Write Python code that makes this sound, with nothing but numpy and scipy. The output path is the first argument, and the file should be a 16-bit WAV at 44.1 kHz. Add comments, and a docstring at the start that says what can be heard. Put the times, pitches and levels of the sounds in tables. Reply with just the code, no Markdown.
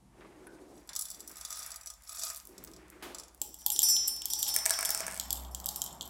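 """Coffee beans slide and rattle in a tilted steel jug, trickle over a hand and drop into a small steel cup.
They click on the cup floor, ring its wall, tick in the palm, and a few skip over the table top; sleeves rub,
a mid-band wash swells with the beans, and an engine far outside drones past a quiet kitchen with a low hum.
Bean hits are sums of decaying sines; cloth, wash, rumble and air are shaped noise; drone and hum are wavering sines.
"""
import sys
import numpy as np
from scipy import signal
from scipy.fft import rfft, irfft
from scipy.io import wavfile
from scipy.ndimage import uniform_filter1d

SR = 44100
rng = np.random.default_rng(int(sys.argv[2]) if len(sys.argv) > 2 else 0)


def dump(signal):
    """Clip the signal to [-1, 1] and save it as 16-bit WAV at the path in sys.argv[1]."""
    limited = np.clip(np.atleast_2d(signal).T, -1, 1)
    pcm = np.round(limited * 32767).astype(np.int16)
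    wavfile.write(sys.argv[1], SR, pcm)


N = 268965

MODE_DB = -19  # one mode of a click re the level listed for its bean
EMPTY_UNTIL_S = 3.1  # from here on the filling cup damps its own ring


def undb(db):
    """Amplitude of a level in dB."""
    return 10 ** (np.asarray(db) / 20)


def unit(x):
    """Scale to rms 1."""
    return x / np.sqrt(np.mean(x ** 2))


def decay(t, t60):
    """Exponential envelope that falls 60 dB in t60 seconds."""
    return np.exp(-np.log(1000) * t / t60)


def curves(breakpoints):
    """Columns of a breakpoint list, read at every sample."""
    s, *columns = np.transpose(breakpoints)
    return [np.interp(np.arange(N) / SR, s, c) for c in columns]


def band(lo_hz, hi_hz):
    """Noise of rms 1 between two edges."""
    sos = signal.butter(2, [lo_hz, hi_hz], "band", fs=SR, output="sos")
    return unit(signal.sosfilt(sos, rng.standard_normal(N)))


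def walk(rate):
    """Random levels that glide to a new value every 1 / rate s; rms 1."""
    k = int(SR / rate)
    steps = np.repeat(rng.standard_normal(N // k + 1), k)
    return unit(uniform_filter1d(steps, k)[:N])


def wavering_sine(hz, drift_hz, rate):
    """Sine whose pitch drifts at random around hz."""
    return np.sin(2 * np.pi * np.cumsum(hz + drift_hz * walk(rate)) / SR)


def air():
    """The quiet kitchen: noise shaped in the spectrum, and a low fridge hum that wavers."""
    # kitchen tone: f/Hz, spectral weight/dB
    kitchen = [(30, -37), (42, 1), (137, -12), (313, -18), (426, -41), (537, -14), (595, -31), (810, -38),
               (1710, -31), (10100, -27), (14500, -39), (16500, -58)]
    kitchen_db, fridge_db = -70.5, -69.5
    f = np.maximum(np.fft.rfftfreq(N, 1 / SR), 1)
    hz, db = np.transpose(kitchen)
    weight = undb(np.interp(np.log(f), np.log(hz), db))
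    hiss = unit(irfft(rfft(rng.standard_normal(N)) * weight, N))
    hum = wavering_sine(47.5, 0.81, rate=2.2)
    return undb(kitchen_db) * hiss + undb(fridge_db + 2.5 * walk(6.8)) * hum


def engine():
    """A drone that grows as the engine nears and swells once, its low rumble, and tyre roar."""
    # engine outside: t/s, rumble level/dB, road roar level/dB
    passing = [(0, -63, -74), (.24, -71, -65), (.4, -76, -67.5), (1.7, -80.5, -68.5), (1.97, -114, -75),
               (2.44, -79, -73.5), (2.6, -66.5, -69), (3.4, -82, -75.5), (3.94, -70, -63),
               (4.3, -73.5, -66.5), (4.55, -68.5, -54.5), (4.8, -77.5, -57), (5.05, -62, -56),
               (5.7, -62.5, -54.5), (6.1, -61.5, -56)]
    start_db, growth_db_per_s = -69.5, 2
    swell_s, swell_width_s, swell_db = 5.45, 0.19, -43.5
    t = np.arange(N) / SR
    rumble_db, roar_db = curves(passing)
    size = undb(start_db + growth_db_per_s * t + 0.7 * walk(7.3))
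    size += undb(swell_db) * np.exp(-((t - swell_s) / swell_width_s) ** 2)
    drone = wavering_sine(62.3, 0.724, rate=3.05)
    rumble = band(174.5, 196.0) + 0.41 * band(106, 140.0) + .5 * band(254, 259) + 1.04 * band(90, 232)
    roar = undb(roar_db + 1.0 * walk(13)) * band(600, 1067)
    return size * drone + undb(rumble_db) * rumble + roar


def wash():
    """A flickering mid-band noise that swells with the sliding beans and the table thuds."""
    # swells of the wash: t/s, level/dB
    swells = [(0, -89), (.22, -65), (.6, -73.5), (1.15, -67.5), (1.48, -60.5), (1.72, -57.5), (1.95, -73.5),
              (2.3, -59.5), (2.46, -72), (2.65, -65.5), (3.1, -62), (3.45, -84), (3.9, -62.5), (4.35, -71),
              (4.7, -51.5), (5.05, -48.5), (5.5, -74.5), (6.1, -75)]
    level_db, = curves(swells)
    return undb(level_db + 2.5 * walk(60)) * band(955, 2400)


def sleeves():
    """Cloth rubs as an arm moves: a hollow body near 350 Hz and a thin hiss."""
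    # sleeve rubs: t/s, length/s, level/dB
    rubs = [(0.195, 0.57, -58.5), (1.18, 0.051, -61.5), (2.5, 0.32, -60.5), (2.966, 0.14, -57),
            (3.45, 0.046, -64), (3.762, 0.8, -67), (4.655, 0.21, -71), (5.296, 1, -67)]
    rise_db_per_s, fall_db_per_s, hiss_db = 296, 92, -15
    t = np.arange(N) / SR
    move = np.zeros(N)
    for s, length, db in rubs:
        before, after = np.maximum(s - t, 0), np.maximum(t - s - length, 0)
        move += undb(db - rise_db_per_s * before - fall_db_per_s * after)
    cloth = band(285, 389) + 0.63 * band(162, 630) + undb(hiss_db) * band(3300, 10700)
    return move * undb(1.0 * walk(9.7) + 2.0 * walk(30)) * cloth


def handling():
    """Hands on jug and table: taps and scuffs of band noise that start sharply and die away."""
    # touches: t/s, level at the onset/dB, centre f/Hz, width/Hz, t60/s
    touches = [(0.209, -49, 900, 1390, 0.021), (0.247, -50, 700, 1090, 0.12), (0.47, -49, 1480, 1190, .03),
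               (.468, -55, 1520, 120, 0.37), (.47, -50, 10300, 1500, 0.033), (0.891, -54, 1350, 1350, 0.45),
               (2.476, -62, 350, 285, 0.15), (3.024, -49, 696, 890, 1), (3.025, -47.5, 2370, 3120, 0.56),
               (3.025, -49.5, 8900, 10700, .4), (3.415, -55, 396, 302, 0.19)]
    t = np.arange(N) / SR
    out = np.zeros(N)
    for s, db, hz, width_hz, t60 in touches:
        envelope = (t > s) * decay(np.abs(t - s), t60)
        noise = band(max(hz - width_hz / 2, 100), hz + width_hz / 2)
        out += undb(db + 0.47 * walk(150)) * envelope * noise
    return out


def strike(s, mode_db, modes, scatter_db, size=2000):
    """Every blow rings the modes (f/Hz, level/dB, t60/s) with its own strengths and signs."""
    hz, db, t60 = np.array(modes).T[:, :, None]
    t = np.arange(size) / SR
    chance = rng.standard_normal((len(s), 2, len(modes)))
    level_db = np.reshape(mode_db, (len(s), -1)) + db.T + scatter_db * chance[:, 0]
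    gain = undb(level_db) * np.sign(chance[:, 1])
    blows = gain @ (decay(t, t60) * np.sin(2 * np.pi * hz * t))
    out = np.zeros(N + size)
    for at, blow in zip(np.clip(s * SR, 0, N).astype(int), blows):
        out[at:at + size] += blow
    return out[:N]


def clicks(s, db, hz, modes, hollow, dense_db, dense_t60_s, fall_db, ring_db=0, hollow_db=0, low_hz=2700):
    """Bean clicks: strong modes amid a thicket of short ones, loudest near hz, and any air inside."""
    focus_db, focus_octaves = 5.5, .1  # each click favours the short modes right at its brightest pitch
    thicket_hz = np.linspace(2900, 16000, num=70) + rng.normal(0, 61, size=70)
    thicket = [(f, dense_db, dense_t60_s * (6000 / f) ** .5) for f in thicket_hz]
    strong = np.arange(len(modes) + len(thicket)) < len(modes)
    modes = list(modes) + thicket
    octaves = np.log2(np.array(modes)[:, 0] / hz[:, None])
    mode_db = db[:, None] - fall_db * octaves ** 2
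    mode_db = mode_db + ~strong * focus_db * np.exp(-(octaves / focus_octaves) ** 2)
    mode_db = mode_db + np.outer(ring_db, strong)
    shell = strike(s, mode_db, modes, 2.96)
    # so small a contact radiates no bass
    shell = signal.sosfilt(signal.butter(6, low_hz, "high", fs=SR, output="sos"), shell)
    if len(hollow) == 0:
        return shell
    return shell + strike(s, db + hollow_db, hollow, 3.9, size=6000)


def heap(flow, spread_db, count):
    """Times, levels and pitches of a random patter, mostly faint, that follows the flow."""
    s, db = np.transpose(flow)
    place, size, pitch = rng.random((count, 3)).T
    at = s[0] + place * (s[-1] - s[0])
    level_db = np.interp(at, s, db) - spread_db * np.log(1 - size)
    return at, level_db, 4000 * 3.5 ** pitch


def table():
    """Dry ticks of beans skipping over the table and the softer, slower thud of the top under them."""
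    # beans that miss the cup: t/s, level/dB, thud re that level/dB
    spills = [(4.4807, -29, -20), (4.563, -4.5, -17.5), (4.6558, -10, -18), (4.661, -6.5, -14.5),
              (4.6957, -12, -23), (4.7067, -4.5, -15.5), (4.7895, -14.5, -8.5), (4.809, -14, -25),
              (4.8284, -15.5, -7.5), (4.8564, -12, -16), (4.8918, -10.5, -12.5), (4.9477, -12, -9),
              (4.9756, -18.5, -26), (4.9904, -24, -30), (4.9984, -23, -19), (5.005, -16, -10),
              (5.0304, -31, -22), (5.0664, -18, -10.5), (5.0724, -30, -14), (5.0804, -20.5, -8),
              (5.1018, -32, -19), (5.1114, -25, -14), (5.1228, -25, -20), (5.1344, -30, -3.5),
              (5.1437, -26, -11), (5.1562, -29, -14), (5.1644, -27, -8.5), (5.1756, -22.5, -10)]
    # modes of the table top: f/Hz, level/dB, t60/s
    top_modes = [(448, -29, 0.032), (670, -16.5, 0.03), (987, -18.5, 0.025), (1366, -11.5, 0.018),
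                 (1700, -9, 0.026), (2220, -1, 0.008), (2700, -7.5, 0.0094)]
    brightest_hz, push_s = 8420, 0.000085  # push_s: time constant of the soft contact
    s, db, thud_db = np.transpose(spills)
    push = np.arange(400) / SR / push_s
    contact = push * np.exp(-push) / (push_s * SR)
    thud = np.convolve(strike(s, db + thud_db, top_modes, 4.0), contact)[:N]
    thud = signal.sosfilt(signal.butter(2, 350, "high", fs=SR, output="sos"), thud)
    return clicks(s, db + MODE_DB, brightest_hz + 0 * s, [], [], -4.0, 0.013, 11.2) + thud


def palm():
    """Bean on bean in the palm: dry ticks that ring no steel."""
    # ticks: t/s, level/dB, brightest f/Hz
    ticks = [(2.0212, -43.5, 7530), (2.3344, -35, 13600), (2.3467, -28.5, 9370), (2.361, -27.5, 12100),
             (2.368, -32, 9600), (2.3744, -29, 12200), (2.3814, -35, 11400), (2.4002, -34.5, 7040),
             (2.453, -34, 10900), (2.4723, -35, 11600), (2.492, -45, 9310), (2.5476, -60, 7800),
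             (2.6394, -30, 14300), (2.6474, -33.5, 7970), (2.715, -43, 7740), (2.8818, -49, 7800),
             (2.901, -35.5, 11900), (3.347, -39.5, 11300), (3.3774, -51, 7270)]
    s, db, hz = np.transpose(ticks)
    return clicks(s, db + MODE_DB, hz, [], [], -1.8, 0.012, 6.8)


def jug():
    """Single knocks on steel over the patter of the sliding heap; the tipped mouth lets the air sound out."""
    # beans knocking in the jug: t/s, level/dB, brightest f/Hz
    hits = [(0.8743, -44, 9350), (0.8914, -27.5, 4960), (0.932, -29.5, 5370), (0.9521, -28, 7200),
            (0.9622, -17, 7200), (0.985, -42, 7290), (0.992, -19, 9900), (1.0106, -22, 10100),
            (1.021, -23.5, 9700), (1.054, -26, 7250), (1.0848, -32, 5720), (1.1023, -25.5, 10200),
            (1.113, -28.5, 7200), (1.1455, -33.5, 5720), (1.196, -38, 5950), (1.2044, -31, 7740),
            (1.276, -27.5, 10100), (1.295, -35, 12700), (1.3139, -33.5, 12800), (1.3356, -45, 10300),
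            (1.3568, -36.5, 7060), (1.3688, -32, 7560), (1.3826, -34, 7800), (1.4116, -29, 6200),
            (1.45, -23, 6400), (1.505, -25, 7240), (1.5272, -26, 7280), (1.5566, -35, 7740),
            (1.6034, -42, 7300), (1.6198, -33, 7700), (1.6623, -27, 10400), (1.674, -33, 10400),
            (1.705, -29.5, 10100), (1.717, -26, 6100), (1.7421, -35, 6800), (1.7597, -27, 9700),
            (1.8113, -34.5, 7450), (1.833, -39, 5660), (1.86, -30, 8180), (1.8715, -27, 6200),
            (1.9016, -29, 8100), (1.9375, -41, 7460), (2.0353, -42.5, 7600), (2.074, -43, 4590),
            (2.0929, -30, 6690), (2.127, -35, 6620), (2.1484, -30, 7660), (2.1945, -24, 7750),
            (2.2345, -18.5, 5960), (2.2804, -30, 7760), (2.3006, -24, 7800), (2.5799, -34, 6000),
            (2.6742, -38, 4950), (2.7354, -38.5, 5400), (2.7633, -40, 4730), (3.1465, -26.5, 6200),
            (3.1844, -30, 5900), (3.1979, -30, 5930), (3.2345, -37.5, 6050), (3.2817, -43, 6720)]
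    # small clicks of the moving heap: t/s, level of the faintest/dB
    sliding = [(0.68, -91), (.77, -73), (0.85, -89), (1.05, -67.5), (1.31, -75.5), (1.58, -54.5),
               (1.92, -99), (2.13, -57.5), (2.25, -54), (2.42, -77.5), (2.76, -91), (3.0, -90), (3.2, -87),
               (3.4, -90)]
    # steel of the jug: f/Hz, level/dB, t60/s
    steel = [(3500, -2, 0.054), (4740, -2, 0.047), (5390, 2.5, 0.028), (5630, -4, 0.04), (5870, -1, 0.048),
             (6740, 0, 0.023), (7200, -3.5, 0.05), (7420, 0, 0.042), (7780, 1, 0.037), (9810, -1, 0.022),
             (10230, -1, 0.08), (11800, 1.5, 0.021), (13300, -5, .02)]
    # air inside the jug: f/Hz, level/dB, t60/s
    inside = [(670, -19, 0.097), (1231.3, -7.5, 0.063), (1524, -11, 0.02), (2490, -17, 0.067)]
    tilted_s, upright_db = 1.3, -11  # the air is quieter until the jug is tilted
    s, db, hz = np.transpose(hits)
    knocks = clicks(s, db + MODE_DB, hz, steel, inside, -8.0, 0.034, 4.25,
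                    low_hz=3460, hollow_db=upright_db * (s < tilted_s))
    s, db, hz = heap(sliding, 2.6, count=1100)
    patter = clicks(s, db, hz, steel, inside, -7.5, 0.027, 13.3,
                    low_hz=3280, hollow_db=upright_db * (s < tilted_s))
    return knocks + patter


def cup_floor():
    """Beans click on the cup floor, and those already in the cup deaden it for the later drops."""
    # beans landing in the cup: t/s, level/dB, brightest f/Hz
    drops = [(3.4164, -12.5, 13150), (3.491, -38, 11400), (3.5427, -27, 7540), (3.6177, -37, 5400),
             (3.6631, -5.5, 13150), (3.6825, -23, 7460), (3.702, -11, 7300), (3.7174, -19.5, 9630),
             (3.7622, -15.5, 7200), (3.791, -5.5, 7100), (3.8034, -17, 7350), (3.8192, -13, 12100),
             (3.8323, -22, 7600), (3.8863, -25, 5500), (3.9654, -14.5, 5330), (4.0314, -32, 5900),
             (4.0517, -34, 5840), (4.0806, -12, 11900), (4.164, -26, 10500), (4.1764, -41, 5360),
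             (4.2193, -23, 7700), (4.2562, -12, 10880), (4.284, -31, 7610), (4.3036, -24, 5300),
             (4.3345, -11, 7940), (4.3884, -25, 11300), (4.4287, -9, 8200), (4.4655, -33, 5350),
             (4.5408, -15, 14500), (4.549, -29, 5810), (4.5524, -17, 9100), (4.5875, -17, 11400),
             (4.738, -18.5, 5800), (4.8506, -14.5, 9620), (4.905, -9.5, 12100), (4.9158, -20, 7100),
             (5.1982, -11.5, 7000), (5.2108, -27, 7160), (5.2714, -44, 7240), (5.3059, -9.5, 11700),
             (5.3285, -11, 12400), (5.449, -31, 3090), (5.5476, -17, 7060), (5.6007, -26, 7400),
             (5.6432, -29, 7500), (5.6595, -15, 13800), (5.6664, -18.5, 7720), (5.6854, -26, 7700),
             (5.6889, -13, 7300), (5.7096, -30, 7620), (5.7602, -17, 12600), (5.8178, -11.5, 7800),
             (5.8626, -22.5, 7640), (5.9444, -48, 7200), (6.0097, -16.5, 3030), (6.0204, -27, 7460),
             (6.0274, -31, 7600), (6.061, -32, 7300), (6.0934, -37, 8240)]
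    # small clicks of the moving heap: t/s, level of the faintest/dB
    settling = [(3.4, -78), (3.7, -67.5), (3.87, -51), (4.2, -72.5), (4.47, -46), (4.6, -73), (4.75, -58),
                (5.17, -64.5), (5.37, -59.5), (5.55, -81), (5.7, -71), (5.83, -56), (6.0, -74.5),
                (6.1, -62.5)]
    # steel of the floor: f/Hz, level/dB, t60/s
    steel = [(3170, -0.5, 0.029), (3520, 8.5, 0.0067), (6940, 0.5, 0.017), (7633, 7, 0.02),
             (8600, -12.5, 0.004), (11460, -1.5, 0.028), (12500, 3.5, 0.012), (12900, 8, 0.011),
             (14300, -19, 0.012), (15560, -8, 0.042)]
    # air inside the cup: f/Hz, level/dB, t60/s
    inside = [(842, -20.5, 0.072)]
    muffle_db_per_s = -1.5
    s, db, hz = np.transpose(drops)
    muffle_db = muffle_db_per_s * np.maximum(s - EMPTY_UNTIL_S, 0)
    landings = clicks(s, db + MODE_DB, hz, steel, inside, -6.5, 0.011, 3.1, ring_db=muffle_db)
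    patter = clicks(*heap(settling, 3.225, count=900), steel, inside, -4.5, 0.0065, 13.2)
    return landings + patter


def cup_wall():
    """Beans that strike the free wall set off its long ring, which shortens as the cup fills."""
    # blows on the wall: t/s, level of the low modes/dB, modes above 7 kHz re the low ones/dB
    blows = [(3.433, -55.5, 4.5), (3.5871, -52, -3.5), (3.7188, -37.5, 5), (3.8298, -23.5, -1),
             (3.8869, -31.5, 3), (3.8994, -32, 2.5), (4.0757, -38.5, 6), (4.3013, -31, -7),
             (4.3904, -35.5, -1), (4.4817, -31.5, -3), (4.5408, -38.5, 1), (4.6564, -38.5, 1),
             (4.7066, -33.5, -16), (4.8498, -39.5, 4), (4.9053, -45.5, 6), (5.1964, -53, -14),
             (5.512, -59, 1.5), (5.712, -55, 6), (5.759, -50, 8)]
    # pitches of the wall: f/Hz
    wall_hz = [905, 2500, 4647, 5360, 5840, 7286, 7616, 8178, 9633, 10371, 11303, 11492, 12280, 12823,
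               14565, 14812, 15180, 15350]
    # ring of each pitch: level/dB, t60 in the empty cup/s
    wall = [(-25.5, 1), (-38, .9), (-14, 0.87), (-5, 0.84), (-6, 1), (-15, 0.78), (4, 0.059), (-10, 0.27),
            (-2.5, 0.24), (-5, 0.29), (-4, 0.18), (-2, 0.095), (-29, .4), (-2.5, 0.18), (2, 0.088),
            (-19, 0.22), (-23, .33), (-20, .4)]
    damping_per_s = 0.2
    out = np.zeros(N)
    for s, db, high_db in blows:
        free = 1 / (1 + max(damping_per_s * (s - EMPTY_UNTIL_S), 0))
        modes = [(f, d + high_db * (f > 7000), t60 * free) for f, (d, t60) in zip(wall_hz, wall)]
        out += strike(np.array([s]), db, modes, scatter_db=1.5, size=24000)
    return out


def room(x):
    """Hard walls return a diffuse noise tail whose treble dies slightly sooner."""
    tail_db, t60_s, treble_t60_s = -6.5, 0.36, 0.35
    t = np.arange(SR // 2) / SR
    low = unit(uniform_filter1d(rng.standard_normal(len(t)), size=8))
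    tail = low * decay(t, t60_s) + rng.standard_normal(len(t)) * decay(t, treble_t60_s)
    tail *= np.clip(t / 0.002, 0, 1)  # fade in over 2 ms
    tail /= np.sqrt(np.sum(tail ** 2))
    return x + undb(tail_db) * signal.fftconvolve(x, tail)[:N]


def scene():
    """The beans sound in the room; wash, arms, engine and kitchen air are added dry."""
    beans = table() + palm() + jug() + cup_floor() + cup_wall()
    return (air() + engine() + wash() + sleeves() + handling() + room(beans))[None]


def record(dry):
    """A steep low-pass removes the extreme treble above 16.3 kHz."""
    return signal.sosfilt(signal.ellip(10, .2, 80, 16300, fs=SR, output="sos"), dry)


dry = scene()
out = record(dry)
dump(out)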